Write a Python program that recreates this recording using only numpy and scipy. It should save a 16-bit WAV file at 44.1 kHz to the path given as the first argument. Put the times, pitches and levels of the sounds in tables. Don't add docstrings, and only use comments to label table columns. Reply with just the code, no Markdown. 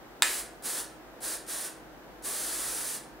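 import sys
import numpy as np
from scipy import signal
from scipy.fft import rfft, irfft, next_fast_len
from scipy.io import wavfile
from scipy.ndimage import map_coordinates

SR = 44100
rng = np.random.default_rng(int(sys.argv[2]) if len(sys.argv) > 2 else 0)


def int16_out(signal):
    q = np.round(np.clip(np.atleast_2d(signal).T, -1, 1) * 32767)
    wavfile.write(sys.argv[1], SR, q.astype(np.int16))


N = 141120


def sprays():
    # valve opens and starts closing in seconds, level in dB, treble tilt in dB per octave,
    # swell at mid-spray in dB.
    presses = [(0.23, 0.396, -36, 0.3, 1), (0.633, 0.802, -35.5, 0.04, -0.5),
               (1.215, 1.346, -37, 0.34, 1.5), (1.473, 1.665, -38, 0, 1), (2.233, 2.953, -37, 0.44, 2)]
    # frequency in Hz, relative spectral density in dB.
    jet_spectrum = [(100, -35.5), (350, -4.5), (900, -8), (1750, -5), (2200, -10), (2900, -11), (4300, -6),
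                    (5800, -7), (7800, -3.5), (9400, -0.5), (10500, -1), (11600, -6.5), (13800, -12),
                    (15600, -11.5)]
    # frequency in Hz, side over mid in dB.
    jet_width = [(300, -25), (1500, -14), (2800, -45), (4300, -17.5), (6500, -10.5), (9000, -9.5),
                 (10500, -4.5), (11600, 3.5), (13500, 6.5), (15600, -2)]
    # frequency in Hz, left over right in dB.
    jet_balance = [(300, 2.5), (700, 4), (2400, 0), (4400, 0), (8500, -2), (13000, -1)]
    open_s, close_s = .033, .039
    leak_s, leak_db = .01, -16.5
    spurt_db, settle_s, rise_db_per_s = 4, .059, 1
    whistle_hz, whistle_width_hz, whistle_db = 9340, 180, -14.5
    flutter_db, sway_db, wet_db = .35, .2, -4
    t, jet = np.arange(N) / SR, np.zeros((2, N))
    whistle = lambda hz: 1 + amp(whistle_db) / (1 + (2 * (hz - whistle_hz) / whistle_width_hz) ** 2)
    for opens, closes, db, tilt_db, swell_db in presses:
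        age = np.maximum(t - opens, 0)
        leak = amp(leak_db) * (t > opens - leak_s)
        valve = np.minimum(leak + age / open_s, 1) * np.clip(1 - (t - closes) / close_s, 0, 1)
        arch = np.sin(np.pi * np.minimum(age / (closes - opens), 1))
        level_db = db + spurt_db * np.exp(-age / settle_s) + rise_db_per_s * age + swell_db * arch
        flow = valve * amp(level_db + flutter_db * wobble(60) + sway_db * wobble(7.78))
        colour = lambda hz: whistle(hz) * amp(along(jet_spectrum, hz) + tilt_db * np.log2(hz + 1))
        jet += flow * unit(filtered(rng.standard_normal((2, N)), colour))
    heard = (jet + amp(wet_db) * moving_room(jet[0])) / np.hypot(1, amp(wet_db))
    lean = lambda hz: amp(along(jet_balance, hz) * np.array([[.5], [-.5]]))
    return filtered(stereo(heard, jet_width), lean)


def nozzle_snap():
    # frequency in Hz, relative spectral density in dB.
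    direct_spectrum = [(50, -44), (250, -15.5), (500, -11), (800, -2.5), (1150, -3), (1750, 0.5),
                       (3100, -9), (4000, 2.5), (5000, -4.5), (5700, -13), (7400, 1.5), (9200, -9.5),
                       (10300, -6), (12000, -16), (15500, -13.5)]
    around_spectrum = [(50, -40), (250, -17), (500, -10.5), (820, -3), (1150, -4.5), (1750, 1.5), (2600, 1),
                       (3300, -2), (4200, 1), (5700, -7), (7500, -0.5), (10200, -4), (12000, -13),
                       (15500, -15)]
    # frequency in Hz, side gain in dB.
    snap_width = [(500, -13), (2000, -8), (5500, -9), (8000, -9), (11500, 5), (15000, 6)]
    # frequency in Hz, relative level in dB, seconds to fall 60 dB.
    can_modes = [(1300, -9, .35), (1690, -6.5, 0.53), (1774, 2.5, 0.2), (1923, -14, 0.48),
                 (2475, -4.5, 0.32), (4020, -9, 0.24), (7500, -20, .2), (7565, 1, .25), (9700, -6, 0.14),
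                 (10100, -5, .14)]
    snap_s, snap_db, can_db, wet_db = .2222, 7.5, -29.5, -4.5
    rattle_db, rattle_t60_s = -4.5, .012
    bass_lag_s = .0004
    echo_s, echo_spread_s, echo_db = .0054, .0046, -7.5
    off_axis_db = -10
    t = np.arange(SR // 2) / SR
    ring = sum(amp(db - 60 * t / t60) * np.cos(2 * np.pi * hz * t) for hz, db, t60 in can_modes)
    contact = (t == 0) + amp(rattle_db) * scatter(amp(-60 * t / rattle_t60_s))
    snap = amp(snap_db) * placed(signal.fftconvolve(contact, crack(direct_spectrum)), snap_s)
    snap = filtered(snap, lambda hz: np.exp(-2j * np.pi * bass_lag_s * hz * (1 - hz / SR)))
    echoes = signal.fftconvolve(snap, scatter(t < echo_spread_s))
    mid = snap + amp(echo_db) * placed(echoes, echo_s) + amp(can_db) * placed(ring, snap_s)
    side = amp(off_axis_db) * filtered(mid, lambda hz: 1j)
    around = amp(snap_db + wet_db) * placed(crack(around_spectrum), snap_s)
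    return stereo(np.array([mid, side]) + room(around), snap_width)


def room(x, gap_s=.006):
    # frequency in Hz, seconds to fall 60 dB.
    decay_times = [(200, 0.31), (1500, 0.54), (4000, 0.4), (9000, 0.32), (15000, 0.19)]
    hz, t, noise = signal.stft(rng.standard_normal((2, SR // 2)), SR, nperseg=256)
    decay = amp(-60 * t / along(decay_times, hz)[:, None])
    tail = signal.istft(noise * decay, SR, nperseg=256)[1]
    tail /= np.linalg.norm(tail[0])
    return signal.fftconvolve(placed(x, gap_s)[None], tail, axes=1)[:, :N]


def moving_room(x, change_s=.252):
    step = np.arange(N) / SR / change_s
    fades = [np.cos(np.pi / 2 * np.clip(step - k, -1, 1)) for k in range(int(step[-1]) + 2)]
    return sum(room(x * fade) for fade in fades)


def room_rush(mid_db=-50.5):
    # frequency in Hz, relative spectral density in dB.
    rush_spectrum = [(25, -21), (45, 0), (80, -17), (130, -4.5), (180, -5.5), (310, 2.5), (430, -2),
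                     (700, -1.5), (1100, -8), (1600, -9.5), (2200, -17), (4000, -24.5), (9000, -32),
                     (12500, -29), (15500, -27.5)]
    # frequency in Hz, side over mid in dB.
    rush_width = [(40, -10), (110, 1), (300, -10), (1000, -5), (2200, 0), (5000, 3), (15000, 0)]
    rush = unit(filtered(rng.standard_normal((2, N)), lambda hz: amp(along(rush_spectrum, hz))))
    return amp(mid_db) * stereo(rush, rush_width)


def hum():
    # frequency in Hz, starting level in dB, waver in dB, rise in dB per second.
    hum_lines = [(51, -68.5, 2.5, 2), (317, -62.5, 0.5, 0.5), (500, -67.5, 1.5, 1.5)]
    t, tones = np.arange(N) / SR, np.zeros(N)
    for hz, db, waver_db, rise_db_per_s in hum_lines:
        tone = np.sin(2 * np.pi * hz * t + .53 * wobble(8))
        tones += amp(db + rise_db_per_s * t) * unit(tone * amp(waver_db * wobble(6.74)))
    return tones


def amp(db):
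    return 10 ** (np.asarray(db) / 20)


def unit(x):
    return x / np.sqrt(np.mean(x ** 2) + 1e-20)


def along(points, hz):
    knot_hz, values = np.transpose(points)
    return np.interp(np.log(hz + 1), np.log(knot_hz + 1), values)


def wobble(rate):
    return map_coordinates(rng.standard_normal(int(N * rate / SR) + 4), [np.arange(N) * rate / SR])


def filtered(x, response):
    size = next_fast_len(N + SR // 2)
    return irfft(rfft(x, size) * response(np.fft.rfftfreq(size, 1 / SR)), size)[..., :N]


def crack(spectrum, size=2048):
    cepstrum = irfft(np.log(amp(along(spectrum, np.fft.rfftfreq(size, 1 / SR)))))
    fold = np.r_[1, np.full(size // 2 - 1, 2), np.zeros(size // 2)]
    pulse = irfft(np.exp(rfft(cepstrum * fold)))
    return pulse / np.linalg.norm(pulse)


def scatter(envelope):
    burst = envelope * rng.standard_normal(len(envelope))
    return burst / np.linalg.norm(burst)


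def placed(x, start_s):
    return np.pad(x, (max(round(start_s * SR), 0), N))[:N]


def stereo(pair, width):
    side = filtered(pair[1], lambda hz: amp(along(width, hz)))
    return np.array([pair[0] + side, pair[0] - side])


def scene():
    return sprays() + nozzle_snap() + (room_rush() + hum())


def record(dry):
    notch_hz, notch_width_hz = 11120, 280
    top_hz, edge_hz = 15770, 160
    notch = lambda hz: (notch_hz ** 2 - hz ** 2) / (notch_hz ** 2 - hz ** 2 + 1j * hz * notch_width_hz)
    return filtered(dry, lambda hz: notch(hz) * np.clip((top_hz - hz) / edge_hz + .5, 0, 1))


dry = scene()
out = record(dry)
int16_out(out)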